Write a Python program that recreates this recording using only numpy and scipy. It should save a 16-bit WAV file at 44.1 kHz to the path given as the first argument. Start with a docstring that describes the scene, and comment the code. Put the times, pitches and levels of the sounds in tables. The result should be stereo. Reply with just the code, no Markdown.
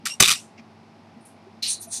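"""A rubber hand blower at a workbench in a quiet room with a low, wavering hum.
Close up it gives a short spit with a thin valve whistle, then one hard, sputtering blast and a fainter whistle.
Dull handling bumps run through the scene, with one faint rub; later, soft puffs hiss over a small metal case.
Air is shaped noise under flow curves, the spit and sputter are sharp noise bursts, and the whistle, hum
and bumps are sines. Nearby reflections and a short room tail surround the blower."""
import sys
import numpy as np
from scipy import signal
from scipy.fft import rfft, irfft, next_fast_len
from scipy.io import wavfile
from scipy.ndimage import map_coordinates

SR = 44100
rng = np.random.default_rng(int(sys.argv[2]) if len(sys.argv) > 2 else 0)


def dump_mix(stems):
    """Bounce the given channels to the path in sys.argv[1] as a 16-bit WAV at rate SR."""
    frames = np.atleast_2d(stems).T  # one column per channel
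    limited = np.clip(frames, -1, 1)  # hard clip at full scale
    pcm = np.round(limited * 32767).astype(np.int16)
    wavfile.write(sys.argv[1], SR, pcm)


N = 88200
T = np.arange(N) / SR

# resonances of the close air, in both jet and spurts: pitch_hz, width_hz, lift_db
NOZZLE_RINGS = [(1150, 120, 3), (2260, 40, 1.5), (3660, 91.4, 6.5), (3820, 83, 8.5), (4870, 150, 5.5),
                (6277, 23, -1), (7950, 80, 5), (9410, 33, 5.5), (12040, 65, 11.5)]


def amp(db):
    """Decibels to gain."""
    return 10 ** (np.asarray(db) / 20)


def unit(x):
    """Scale to rms 1."""
    return x / np.sqrt(np.mean(x ** 2) + 1e-20)


def along(points, hz):
    """Read a curve of (Hz, value) points on a log frequency axis."""
    point_hz, value = np.transpose(points)
    return np.interp(np.log(hz + 1), np.log(point_hz + 1), value)


def wobble(rate_hz):
    """A smooth random curve with rate_hz random knots a second."""
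    knots = rng.standard_normal(2000)
    return map_coordinates(knots, [T * rate_hz], mode="wrap")


def filtered(x, response):
    """Shape the spectrum of x by a response given as a function of frequency."""
    m = next_fast_len(N + SR // 4)
    spectrum = rfft(x, m) * response(np.fft.rfftfreq(m, 1 / SR))
    return irfft(spectrum, m)[..., :N]


def noise(colour, rings=()):
    """Noise of rms 1 with a broad colour, lifted at each resonance."""
    def response(f):
        power = 1
        for hz, width_hz, db in rings:
            power = power + amp(db) ** 2 / (1 + (2 * (f - hz) / width_hz) ** 2)
        return amp(along(colour, f)) * np.sqrt(power)
    return unit(filtered(rng.standard_normal(N), response))


def band(hz, width_hz, order=2):
    """Noise of rms 1 in one steep-sided resonance."""
    def response(f):
        return 1 / np.hypot(1, (2 * (f - hz) / width_hz) ** order)
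    return unit(filtered(rng.standard_normal(N), response))


def decay(t, t60_s):
    """Exponential fall by 60 dB in t60_s."""
    return np.exp(-np.log(1000) * t / t60_s)


def squeeze(start_s, level_db, attack_s, hold_s, sag_db_s, release_db_s):
    """Air flow: a smooth rise, a sagging hold, a release that is straight in dB."""
    rise = np.sin(np.pi / 2 * np.clip((T - start_s) / attack_s, 0, 1)) ** 2
    t = T - start_s - attack_s
    sag_db = sag_db_s * np.clip(t, 0, hold_s)
    release_db = release_db_s * np.maximum(t - hold_s, 0)
    return rise * amp(level_db - sag_db - release_db)


def placed(x, pan):
    """Mono to stereo with a left-right level difference per frequency."""
    halves = np.array([[.5], [-.5]])
    return filtered(x, lambda f: amp(along(pan, f) * halves))


def background():
    """Steady coloured room noise under hum sines that waver in level and phase."""
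    # colour of the room noise: frequency_hz, relative_db
    floor_colour = [(25, -59.5), (45, -39), (75, -28), (100, -6), (135, -7.5), (175, -6.5), (230, -4),
                    (350, -7), (500, -13.5), (800, -8.5), (1100, -14.5), (1700, -21.5), (2400, -20.5),
                    (3100, -26.5), (5200, -27.5), (7200, -40.5), (10000, -42), (15000, -61)]
    # hum tones: pitch_hz, level_db (rms)
    hum_tones = [(99.5, -64.5), (168, -65.5), (222, -58), (666, -68), (820, -67.5)]
    floor_db = -52.5
    hum = np.zeros(N)
    for hz, db in hum_tones:
        phase = 2 * np.pi * hz * T + .6 * wobble(19)
        hum += amp(db + 0.67 * wobble(8.5)) * np.sin(phase)
    return amp(floor_db) * noise(floor_colour) + np.sqrt(2) * hum


def handling():
    """Soft bumps that each ring one decaying mode, and a faint rub of coloured noise."""
    # dull bumps: start_s, level_db (ahead of the doubling below), pitch_hz
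    bumps = [(0.035, -36.5, 222.6), (.586, -40, 226.4), (1.16, -36, 227), (1.465, -41, 389.4),
             (1.572, -42, 221.7), (1.869, -39, 674)]
    # faint rub: start_s, level_db, attack_s, hold_s, sag_db_per_s, release_db_per_s
    rubs = [(0.575, -50.5, .006, .018, 30, 1200)]
    # colour of the rub: frequency_hz, relative_db
    rub_colour = [(1000, -29), (2200, 8), (3800, -12), (5400, -1), (7000, -17), (10000, -36)]
    rise_s, t60_s = 0.0091, 0.1
    out = sum(squeeze(*row) for row in rubs) * noise(rub_colour)
    for start_s, db, hz in bumps:
        t = np.maximum(T - start_s, 0)
        envelope = (1 - np.exp(-t / rise_s)) * decay(t, t60_s)
        out += 2 * amp(db) * envelope * np.sin(2 * np.pi * hz * t)
    return out


def puffs():
    """Soft puffs hiss at the tip; the strongest also strikes the case and sounds its hollow."""
    # puffs: start_s, level_db, attack_s, hold_s, sag_db_per_s, release_db_per_s,
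    # hiss_centre_hz, hiss_width_hz, broad_air_db (relative to the hiss)
    soft_puffs = [(1.204, -65.5, .008, 0.019, 100, 300, 9430, 1520, -20),
                  (1.25, -51, 0.0039, .012, 150, 279, 9710, 2800, -13.5),
                  (1.665, -24.5, 0.036, 0.03, 140, 529, 9160, 1586, -3.5),
                  (1.789, -38.5, 0.029, 0.009, 40, 483, 9350, 1500, -11),
                  (1.807, -44.5, 0.013, 0.022, 56, 800, 11300, 2000, -5.5),
                  (1.871, -50, 0.0058, 0.016, 0, 450, 9700, 1600, -10),
                  (1.891, -33.5, 0.047, 0.039, 41, 622, 8950, 2000, 2)]
    # colour of the broad air: frequency_hz, relative_db
    air_colour = [(300, -63), (2000, -17.5), (3100, -21), (3600, -3.5), (5200, -4.5), (6500, 5.5),
                  (7300, -2), (9000, -3.5), (10500, -14), (12500, -21), (15500, -25)]
    # jet striking the metal case: start_s, level_db, attack_s, hold_s, sag_db_per_s, release_db_per_s
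    case_blows = [(1.622, -29.5, 0.0073, 0.06, 6, 336)]
    # colour of the jet on the case: frequency_hz, relative_db
    case_colour = [(300, -34.5), (1500, -27.5), (2250, -4), (3000, -3.5), (4500, 3), (6500, -4),
                   (8000, -11), (9500, -7.5), (12000, -18.5), (15500, -30)]
    # resonances of the jet on the case: pitch_hz, width_hz, lift_db
    case_rings = [(2770, 136, -2), (4450, 150, -12), (5230, 120, 7), (12900, 100, 9)]
    # hollow of the case: start_s, level_db, attack_s, hold_s, sag_db_per_s, release_db_per_s,
    # pitch_hz, width_hz
    case_tones = [(1.621, -26.5, 0.0088, 0.14, 125, 330, 4140, 520)]
    air_lag_s = 0.0078  # the broad rush builds up after the thin hiss
    air = noise(air_colour)
    out = np.zeros(N)
    for start_s, *flow, hz, width_hz, air_db in soft_puffs:
        out += squeeze(start_s, *flow) * band(hz, width_hz, order=3)
        out += squeeze(start_s + air_lag_s, *flow) * amp(air_db) * air
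    out += sum(squeeze(*row) for row in case_blows) * noise(case_colour, case_rings)
    for *flow, hz, width_hz in case_tones:
        out += squeeze(*flow) * band(hz, width_hz)
    return out * amp(0.49 * wobble(200))  # light flutter


def whistle():
    """The valve sings with a fluttering pitch that droops as the flow grows."""
    # whistles: start_s, level_db, attack_s, hold_s, sag_db_per_s, release_db_per_s,
    # pitch_hz (ahead of droop and flutter), pitch_waver_share
    whistles = [(.086, -31, .028, 0.018, 170, 801, 2823, 0.0053),
                (0.345, -36, 0.007, .022, 100, 550, 2755, 0.08)]
    # levels of the harmonics, from the fundamental up: relative_db
    partials_db = [2, 4.5, -2, -14]
    droop, jitter = .02, .016  # pitch shares: drop at full flow, fast flutter
    rough_db = 3  # depth of the level flutter
    out = np.zeros(N)
    for *shape, hz, waver in whistles:
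        flow = squeeze(*shape)
        bend = waver * wobble(170) + jitter * wobble(1000) - droop * flow / flow.max()
        phase = 2 * np.pi * np.cumsum(hz * (1 + bend)) / SR
        tone = np.zeros(N)
        for harmonic, db in enumerate(partials_db, start=1):
            tone += amp(db + wobble(210)) * np.sin(harmonic * phase)
        out += flow * unit(tone * amp(rough_db * wobble(220)))
    return out


def jet(flutter_db=2.0, flutter_rate_hz=350):
    """The fluttering rush between the spurts, and the smoother intake through the valve after it."""
    # close blasts: start_s, level_db, attack_s, hold_s, sag_db_per_s, release_db_per_s
    blasts = [(0.052, -30, 0.0045, 0.025, 58, 376.5), (0.197, -16, 0.0063, 0.073, 88, 428.5),
              (0.283, -20.5, .004, 0.044, 50.5, 437)]
    # colour of the rush: frequency_hz, relative_db
    jet_colour = [(60, -32.5), (110, -14), (230, -17.5), (480, -23.5), (860, -32.5), (1130, -9),
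                  (1590, -13), (2270, -0.5), (3100, -5), (5500, -4), (6900, -9), (8950, -5.5),
                  (12300, -20.5), (15500, -44)]
    # air drawn through the valve: start_s, level_db, attack_s, hold_s, sag_db_per_s, release_db_per_s
    intakes = [(0.081, -44.5, .008, 0.045, 81, 331), (0.352, -41, .015, 0.036, 130, 248)]
    # colour of the intake: frequency_hz, relative_db
    intake_colour = [(1200, -39), (2300, -13), (3500, -6), (4500, -10.5), (6300, -1), (9200, -1),
                     (11500, -16), (14000, -31.5)]
    flutter = amp(flutter_db * wobble(flutter_rate_hz))
    rush = unit(noise(jet_colour, NOZZLE_RINGS) * flutter)
    blown = sum(squeeze(*row) for row in blasts) * rush
    drawn = sum(squeeze(*row) for row in intakes) * noise(intake_colour)
    return blown + drawn


def spurts():
    """Each spurt is a sharp burst of air that rings the nozzle and thumps the microphone."""
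    # air breaking out: start_s, level_db, fall_t60_s, nozzle_ring_hz, nozzle_ring_db,
    # thump_db (ahead of the 8 dB cut below); ring and thump are relative to the burst
    bursts = [(0.0562, -16, 0.013, 5000, -0.5, -37), (0.0612, -22, 0.02, 1900, -1, -41),
              (0.0642, -23.5, 0.018, 1400, -1.5, -40), (0.0701, -19.5, 0.024, 5000, -3.5, -37),
              (.2030, 2.5, 0.033, 6250, -6.5, -6), (0.2245, -3, 0.029, 3680, -3, -10),
              (0.2353, -5.5, 0.0069, 3700, 4, -8.5), (0.242, -13, .014, 3650, 8, -16.5),
              (0.2468, -15.5, 0.013, 3650, 5.5, -20), (.2530, -16.5, 0.013, 3700, 7, -20),
              (0.2587, -14, .012, 3700, 0.5, -19), (0.2625, -23.5, 0.0097, 2400, -2.5, -20),
              (0.2769, -8, .016, 3500, -6, -20), (0.2828, -12, 0.028, 2400, -3.5, -17),
              (0.2933, -12, 0.012, 2400, -3, -21.5), (0.3037, -11.5, 0.02, 2400, -8, -20.5),
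              (.3108, -13, 0.023, 3500, -4.5, -16.5), (0.3175, -14, .015, 3500, -0.5, -22.5),
              (0.3239, -18, 0.024, 1200, -10, -20.5)]
    # colour of the burst: frequency_hz, relative_db
    crack_colour = [(100, -43), (850, -28), (1100, 0.5), (1600, -7), (2400, 3.5), (4200, -8.5),
                    (5000, -0.5), (6200, -0.5), (9000, -1), (10500, -8), (13000, -13.5), (15500, -40.5)]
    # colour of the low thump: frequency_hz, relative_db
    thump_colour = [(25, -39.5), (60, -14.5), (100, 3.5), (200, 1), (330, -4.5), (480, 1), (620, -1.5),
                    (800, -2.5), (1200, -9), (3000, -41.5)]
    # resonances of the thump: pitch_hz, width_hz, lift_db
    thump_rings = [(103, 30, 4.5), (228, 180, -1), (395, 120, 7), (720, 130, 8)]
    rise_s, nozzle_width_hz = .0002, 410
    crack = noise(crack_colour, NOZZLE_RINGS)
    thump = noise(thump_colour, thump_rings)
    out = np.zeros(N)
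    for start_s, db, t60_s, ring_hz, ring_db, thump_db in bursts:
        ring = band(ring_hz, nozzle_width_hz, order=4)
        t = np.maximum(T - start_s, 0)
        rise = 1 - np.exp(-t / rise_s)
        fall = decay(t, t60_s)
        sharp = fall * (crack + amp(ring_db) * ring)
        low = fall ** 0.58 * amp(thump_db - 8) * thump  # the thump falls more slowly
        out += amp(db) * rise * (sharp + low)
    return out


def bench(x):
    """The direct sound plus its nearest reflections, each a delayed copy."""
    # off the bench and nearby things: delay_s, gain (linear)
    reflections = [(.00068, 0.2), (.00081, 0.02), (.00184, -.13)]

    def response(f):
        return 1 + sum(gain * np.exp(-2j * np.pi * f * delay_s) for delay_s, gain in reflections)
    return filtered(x, response)


def room(x):
    """The short, nearly mono answer of the workshop: decaying noise tails for mid and side."""
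    t60_s, level_db, side_db = 0.27, -32, -18.5  # side is relative to mid
    t = T[:SR // 2]
    envelope = decay(t, t60_s) * (1 - np.exp(-t / .004))
    tails = rng.standard_normal((2, len(t))) * envelope
    tails = tails / np.linalg.norm(tails[0])
    mid, side = signal.fftconvolve(x[None], tails, axes=1)[:, :N]
    return amp(level_db) * (mid + amp(side_db) * np.array([side, -side]))


def scene():
    """Close blasts, soft puffs and the room around them."""
    # stereo balance of background and handling: frequency_hz, left_minus_right_db
    floor_pan = [(60, -7), (150, -4), (380, -5), (950, 0.5), (2380, 1), (5980, 0.5), (15000, 0.5)]
    # stereo balance of the close blower: frequency_hz, left_minus_right_db
    blast_pan = [(60, -1), (160, -1.7), (320, -1), (450, 8), (740, 8), (1220, -.5), (2200, -3.3),
                 (3300, -2.2), (5500, -.2), (15000, -.3)]
    puff_pan_db = -.5  # left minus right
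    under = placed(background() + handling(), floor_pan)
    soft = bench(puffs())
    close = bench(whistle() + jet() + spurts())
    soft_stereo = soft * amp(puff_pan_db * np.array([[.5], [-.5]]))
    return under + soft_stereo + placed(close, blast_pan) + room(close + soft)


def record(dry):
    """The loudest peaks are rounded off; the top of the treble rolls off steeply."""
    clip_top, top_hz = 0.67, 15400  # peak ceiling (linear), treble corner
    clipped = dry / (1 + np.abs(dry / clip_top) ** 6) ** (1 / 6)
    return filtered(clipped, lambda hz: 1 / np.hypot(1, (hz / top_hz) ** 45))


dry = scene()
out = record(dry)
dump_mix(out)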